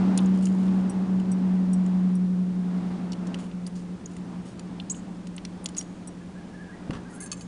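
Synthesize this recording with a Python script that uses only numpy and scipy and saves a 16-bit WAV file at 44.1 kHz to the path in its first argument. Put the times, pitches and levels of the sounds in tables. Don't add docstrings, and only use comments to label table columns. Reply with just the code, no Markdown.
import sys
import numpy as np
from scipy import signal
from scipy.fft import rfft, irfft
from scipy.io import wavfile
from scipy.ndimage import uniform_filter1d

SR = 44100
rng = np.random.default_rng(int(sys.argv[2]) if len(sys.argv) > 2 else 0)


def output_pcm(signal):
    pcm = np.clip(np.atleast_2d(signal).T, -1, 1) * 32767
    wavfile.write(sys.argv[1], SR, np.round(pcm).astype(np.int16))


N = 329427
T = np.arange(N) / SR

# (frequency [Hz], level [dB re the road level])
ENGINE_SPECTRUM = [(85, -16.5), (125, -6), (150, -21.5), (210, -3.5), (270, -4.5), (320, -9), (410, -13.5),
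                   (470, -20), (800, -26.5)]
# (time [s], half the depth [dB], half-width at 1/e [s])
DRONE_DIPS = [(.92, 3.5, 0.032), (1.07, 3, 0.018), (1.259, 3, .04), (4.01, 17, 0.025), (4.54, 2.5, 0.076)]
# (time [s], level [dB])
ROAD_LEVEL = [(0.0, -40.5), (1.91, -48.5), (4.74, -53), (7.47, -54.5)]
# (frequency [Hz], third-octave level [dB re the road level])
ROAD_SPECTRUM = [(30, -34), (55, -19.5), (150, -11.5), (200, 3.5), (280, 0.5), (480, -13), (800, -6),
                 (1300, -12.5), (2200, -18.5), (5000, -24), (10000, -33.5)]
# (frequency [Hz], third-octave level [dB])
ROOM_SPECTRUM = [(25, -76), (45, -62.5), (130, -60.5), (280, -61.5), (500, -59), (800, -63.5),
                 (1500, -65.5), (2500, -68), (5000, -69.5), (10000, -71.5)]

# (frequency [Hz], level [dB], decay by 60 dB [s])
HEEL_BAND_MODES = [(1200, 8, 0.012), (2040, -1.5, 0.016), (2744, 0.5, 0.014), (3020, -0.5, 0.021),
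                   (3424, -2, 0.012), (4200, -5, 0.014), (4540, -1.5, .012), (4950, -6.5, 0.02),
                   (5670, -6, 0.026), (6400, -8, 0.0089), (6790, -1.5, 0.021), (7250, -2.5, 0.014),
                   (8000, -5, 0.014), (8700, -5.5, 0.008), (9350, -1, 0.02)]
CHAIN_LINK_MODES = [(5690, 0.5, 0.078), (6400, -16.5, 0.031), (8000, -1, 0.049), (8130, -0.5, 0.037),
                    (8800, -16.5, 0.052), (9400, -3.5, 0.036), (9800, -2.5, 0.033)]
ROWEL_WHEEL_MODES = [(1160, 4.5, 0.083), (1640, -2, .04), (2550, -1.5, 0.041), (3000, -10, .03),
                     (4450, 0, 0.034), (6420, 0, 0.057), (7364, -2, 0.05), (8270, -6, 0.043),
                     (9000, -2, .022), (9860, 2, 0.023)]

# (time [s], peak level [dB], favoured pitch [Hz], focus [dB per octave])
PLATE_KNOCKS = [(.1755, -17, 8700, 9), (.1775, -28.5, 4300, 9), (.188, -28, 3570, 28),
                (.259, -36.5, 6790, 35), (.455, -28, 6790, 18), (.469, -30.5, 9300, 1),
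                (.681, -40.5, 3020, 20), (1.199, -36.5, 2800, 4), (1.862, -36, 7000, 2.5),
                (3.12, -29.5, 4860, 16), (3.131, -32.5, 4000, 10), (3.27, -37.5, 6900, 8),
                (3.3435, -26, 3080, 12.5), (3.514, -41, 3020, 24), (3.665, -32.5, 4930, 24),
                (3.667, -35, 9350, 30), (3.674, -36, 6700, 3), (4.0585, -31, 6400, 55),
                (4.166, -35, 4970, 0), (4.594, -29.5, 3500, 0), (4.7995, -29.5, 3350, 30),
                (4.8975, -26.5, 7500, 12), (4.945, -40.5, 3020, 30), (5.27, -35.5, 5030, 4),
                (5.364, -32, 8340, 25), (5.38, -29.5, 3020, 15), (5.4505, -26.5, 3930, 11),
                (5.642, -33, 9300, 51), (5.6585, -16.5, 5740, 9.5), (5.671, -52, 8500, -2),
                (5.6875, -29.5, 8500, 3), (5.748, -38.5, 4900, 39), (5.8105, -27, 8300, 4.5),
                (5.825, -39, 6600, 14), (6.907, -26.5, 1200, 7), (7.329, -27.5, 2200, 3)]
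# (time [s], length [s], peak level [dB], favoured pitch [Hz], focus [dB per octave])
PLATE_RUSTLES = [(.198, 0.036, -44, 9200, 20), (.34, 0.49, -41.5, 6600, 4), (2.89, .12, -51, 4070, 47),
                 (4.09, 0.13, -48, 8000, 5.2)]
PLATE_SCRAPES = [(.42, 0.072, -38.5, 8460, 3), (3.385, 0.084, -38.5, 6000, -1.5),
                 (3.75, 0.079, -42, 6000, 6), (4.45, 0.088, -43.5, 8500, 3),
                 (4.906, 0.024, -32.5, 7450, 30), (4.946, 0.052, -42, 7360, 43),
                 (5.764, 0.027, -28, 7400, 7.5), (6.93, 0.044, -33.5, 1230, 7.5)]
# (time [s], peak level [dB], favoured pitch [Hz])
CHAIN_CONTACTS = [(.897, -31.5, 9400), (1.316, -33, 7600), (1.732, -31, 8000), (2.152, -39.5, 9060),
                  (5.775, -27, 9400), (5.79, -32, 5700), (5.803, -39, 5700), (6.073, -33.5, 8600)]
# (time [s], pitch [Hz], level [dB])
HINGE_SQUEAKS = [
    [(4.898, 7600, -47), (4.9005, 6880, -29), (4.903, 6400, -27.5), (4.91, 7250, -28), (4.918, 7830, -34),
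     (4.932, 7070, -53), (4.945, 6000, -61)],
    [(5.778, 6720, -39), (5.786, 6740, -26), (5.794, 6660, -33.5)],
]
# (middle time [s], length [s], pitch before the arch [Hz], level [dB])
BIRD_NOTES = [(6.217, 0.045, 1608, -58), (6.383, 0.1, 1606, -55.5), (6.553, 0.062, 1616, -52.5),
              (6.616, 0.12, 1623, -52), (6.702, 0.049, 1542, -49.5), (6.741, .05, 1820, -53.5),
              (6.976, 0.047, 1625, -56), (7.071, .05, 1512, -52.5), (7.107, 0.054, 1810, -57),
              (7.139, .05, 1330, -53.5), (7.188, .06, 1520, -55), (7.215, .05, 2020, -56),
              (7.232, .08, 1592, -50.5)]
ROWEL_SPINS = [(7.095, 0.09, -49, 9000, 13), (7.132, 0.055, -41.5, 9800, 23),
               (7.199, 0.068, -29.5, 9800, 24), (7.362, 0.1, -42, 7400, 18)]
# (time [s], peak level [dB], favoured pitch [Hz])
ROWEL_KNOCKS = [(7.203, -35, 9800), (7.22, -32, 9800), (7.26, -35, 6400), (7.316, -20, 6370),
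                (7.329, -35, 7364), (7.409, -35, 4800)]

CYCLE_NEAR_HZ, CYCLE_FAR_HZ, SETTLE_S = 11.75, 11.01, 2.78
DRONE_NEAR_DB, DRONE_FAR_DB, LEAVES_S, DRONE_FALL_DB_PER_S = -20.5, -44.5, 1.805, 8
SAG_DB, SAG_AT_S, SAG_WIDTH_S = 3, 0.81, 0.29
THROB_DB, THROB_HOLD_S, THROB_FALL_DB_PER_S = -40.5, 2.74, 2
CHAIN_FOCUS_DB, ROWEL_FOCUS_DB = 16.5, 7
SWELL_SHARE = 0.05
ARCH_HZ, ARCH_S = 129, 0.0117
BUMP_S = 6.894
TOP_HZ = 10050


def undb(db):
    return 10 ** (np.asarray(db) / 20)


def curve(rows):
    return np.interp(T, *np.transpose(rows))


def hold_and_fall(hold_s, db_per_s):
    return -db_per_s * np.maximum(T - hold_s, 0)


def bells(rows):
    return sum(db * np.exp(-((T - s) / width) ** 2) for s, db, width in rows)


def colour(points, hz):
    f, db = np.transpose(points)
    return undb(np.interp(np.log(hz), np.log(f), db))


def noise(points):
    hz = np.maximum(np.fft.rfftfreq(N, 1 / SR), 15)
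    third_hz = hz * (2 ** (1 / 6) - 2 ** (-1 / 6))
    gain = colour(points, hz) * np.sqrt(SR / 2 / third_hz)
    return irfft(rfft(rng.standard_normal(N)) * gain, N)


def walk(rate):
    k = int(SR / rate)
    steps = np.repeat(rng.standard_normal(N // k + 1), k)
    y = uniform_filter1d(uniform_filter1d(steps, k), k)[:N]
    return y / y.std()


def add(out, s, sound):
    i = int(s * SR)
    out[i:i + len(sound)] += sound[:N - i]


def peak(x, db):
    return x * undb(db) / np.abs(x).max()


def room(x, wet_db, t60):
    t = T[:SR // 2]
    tail = rng.standard_normal(len(t)) * np.exp(-np.log(1000) * t / t60) * (t > .006)
    return x + undb(wet_db) * signal.fftconvolve(x, tail / np.linalg.norm(tail))[:N]


def ring(modes, hz, focus_db, detune, scatter_db=4.0, crack=0.54, crack_s=0.0031):
    t = T[:SR // 4]
    f, db, t60 = np.transpose(modes)
    size, shift, phase = rng.standard_normal((len(f), 3)).T
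    gain = undb(db + scatter_db * size - focus_db * np.abs(np.log2(f / hz)))
    f = f * (1 + detune * shift)
    waves = np.sin(2 * np.pi * (f[:, None] * t + phase[:, None]))
    decays = np.exp(-np.log(1000) * t / t60[:, None])
    tone = gain @ (waves * decays)
    bins = np.fft.rfftfreq(len(t), 1 / SR) + 1
    hiss_gain = undb(-focus_db * np.abs(np.log2(bins / hz)))
    hiss = irfft(rfft(rng.standard_normal(len(t))) * hiss_gain, len(t))
    burst = crack * hiss / hiss.std() * np.exp(-t / crack_s)
    onset = 1 - np.exp(-t / 0.00065)
    return (tone / np.linalg.norm(gain) + burst) * onset


def strikes(rows, modes, bounce_s, bounce_db, detune, count=3):
    out = np.zeros(N)
    for s, db, hz, focus_db in rows:
        for k in range(count):
            add(out, s, peak(ring(modes, hz, focus_db, detune), db + k * bounce_db))
            s += bounce_s * rng.uniform(.6, 1.4)
    return out


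def rubs(rows, modes, slip_rate, detune, grain_db=5, count=7):
    out = np.zeros(N)
    for s, length, db, hz, focus_db in rows:
        gaps, sizes = rng.uniform(-1, 1, (200, 2)).T
        when = np.cumsum(1 + gaps) / slip_rate
        swell = np.interp(when / length, [0, SWELL_SHARE, 1], [.5, 1, .25], right=0)
        force = undb(grain_db * sizes) * swell
        spots = rng.integers(count, size=len(when))
        sound = 0
        for spot in range(count):
            slips = np.bincount((when * SR).astype(int), force * (spots == spot))
            sound = sound + signal.fftconvolve(slips, ring(modes, hz, focus_db, detune))
        add(out, s, peak(sound, db))
    return out


def same_focus(rows, focus_db):
    return [(*row, focus_db) for row in rows]


def engine(road_db, fade_db=3.0, uneven_db=4, wander=0.36, echo_db=-47, echo_shift=1.03):
    cycle = CYCLE_FAR_HZ + (CYCLE_NEAR_HZ - CYCLE_FAR_HZ) * np.exp(-(T / SETTLE_S) ** 2)
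    phase = 2 * np.pi * np.cumsum(cycle) / SR
    drone, throb = 16 * phase, 17 * phase

    sag_db = bells([(SAG_AT_S, SAG_DB, SAG_WIDTH_S)])
    near_db = DRONE_NEAR_DB - sag_db + hold_and_fall(LEAVES_S, DRONE_FALL_DB_PER_S)
    drone_gain = np.hypot(undb(near_db), undb(DRONE_FAR_DB))
    waver = undb(1.3 * walk(9))
    out = drone_gain * waver * np.sin(drone)
    throb_gain = undb(THROB_DB + hold_and_fall(THROB_HOLD_S, THROB_FALL_DB_PER_S))
    out += throb_gain * np.sin(throb + wander * walk(1.9))
    echo_gain = undb(echo_db + road_db - road_db.mean() + fade_db * walk(2.3))
    out += echo_gain * np.sin(echo_shift * drone + 2 * walk(2.058))
    out *= undb(-2 * bells(DRONE_DIPS))

    for k in np.setdiff1d(np.arange(7, 54), [16, 17]):
        level_db = road_db + uneven_db * (2 * rng.random() - 1) + fade_db * walk(2.11)
        gain = colour(ENGINE_SPECTRUM, k * cycle.mean()) * undb(level_db)
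        out += gain * np.sin(k * phase + wander * walk(1.95) + 2 * np.pi * rng.random())
    return np.sqrt(2) * out


def road_noise(road_db):
    return noise(ROAD_SPECTRUM) * undb(road_db + 2.7 * walk(5.21))


def room_tone():
    return noise(ROOM_SPECTRUM)


def plate_knocks():
    return strikes(PLATE_KNOCKS, HEEL_BAND_MODES, bounce_s=.0025, bounce_db=-12.0, detune=0.014)


def plate_friction():
    rustles = rubs(PLATE_RUSTLES, HEEL_BAND_MODES, slip_rate=130, detune=0.018)
    scrapes = rubs(PLATE_SCRAPES, HEEL_BAND_MODES, slip_rate=700, detune=0.034)
    return rustles + scrapes


def chain_ticks():
    rows = same_focus(CHAIN_CONTACTS, CHAIN_FOCUS_DB)
    return strikes(rows, CHAIN_LINK_MODES, bounce_s=.005, bounce_db=-6.0, detune=0.011)


def squeaks(jitter=0.022, rough_db=3, rough_rate=900):
    out = np.zeros(N)
    for rows in HINGE_SQUEAKS:
        s, hz, db = np.transpose(rows)
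        pitch = np.interp(T, s, hz) * (1 + jitter * walk(rough_rate))
        gain = undb(np.interp(T, s, db) + rough_db * walk(rough_rate))
        sounding = (T > s[0]) * (T < s[-1])
        out += gain * sounding * np.sin(2 * np.pi * np.cumsum(pitch) / SR)
    return np.sqrt(2) * out


def bird():
    out = np.zeros(N)
    for s, length, hz, db in BIRD_NOTES:
        t = T[:int(length * SR)] - length / 2
        pitch = hz + ARCH_HZ * np.exp(-(t / ARCH_S) ** 2)
        swell = np.cos(np.pi * t / length)
        add(out, s - length / 2, undb(db) * swell * np.sin(2 * np.pi * np.cumsum(pitch) / SR))
    return np.sqrt(2) * out


def bump(hz=160, db=-17, tail_db=-30, tail_s=0.062):
    t, out = T[:SR // 4], np.zeros(N)
    push = np.sin(2 * np.pi * hz * t) * np.exp(-((t - .0038) / 0.002) ** 2)
    low_band = signal.butter(2, [35, 260], "band", fs=SR, output="sos")
    shudder = signal.sosfilt(low_band, rng.standard_normal(len(t)))
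    tail = undb(tail_db) * shudder / shudder.std() * np.exp(-t / tail_s)
    add(out, BUMP_S, peak(push, db) + tail)
    return out


def rowel():
    spins = rubs(ROWEL_SPINS, ROWEL_WHEEL_MODES, slip_rate=400, detune=.035)
    rows = same_focus(ROWEL_KNOCKS, ROWEL_FOCUS_DB)
    return spins + strikes(rows, ROWEL_WHEEL_MODES, bounce_s=.006, bounce_db=-3.5, detune=0.0083)


def scene():
    road_db = curve(ROAD_LEVEL)
    outside = engine(road_db) + road_noise(road_db) + room(bird(), wet_db=-5.0, t60=1.0)
    spur = plate_knocks() + plate_friction() + chain_ticks() + squeaks() + bump() + rowel()
    return (outside + room(spur, wet_db=-28.0, t60=1.0) + room_tone())[None]


def record(dry):
    low_pass = signal.ellip(10, .2, 70, TOP_HZ, fs=SR, output="sos")
    return signal.sosfilt(low_pass, dry)


dry = scene()
out = record(dry)
output_pcm(out)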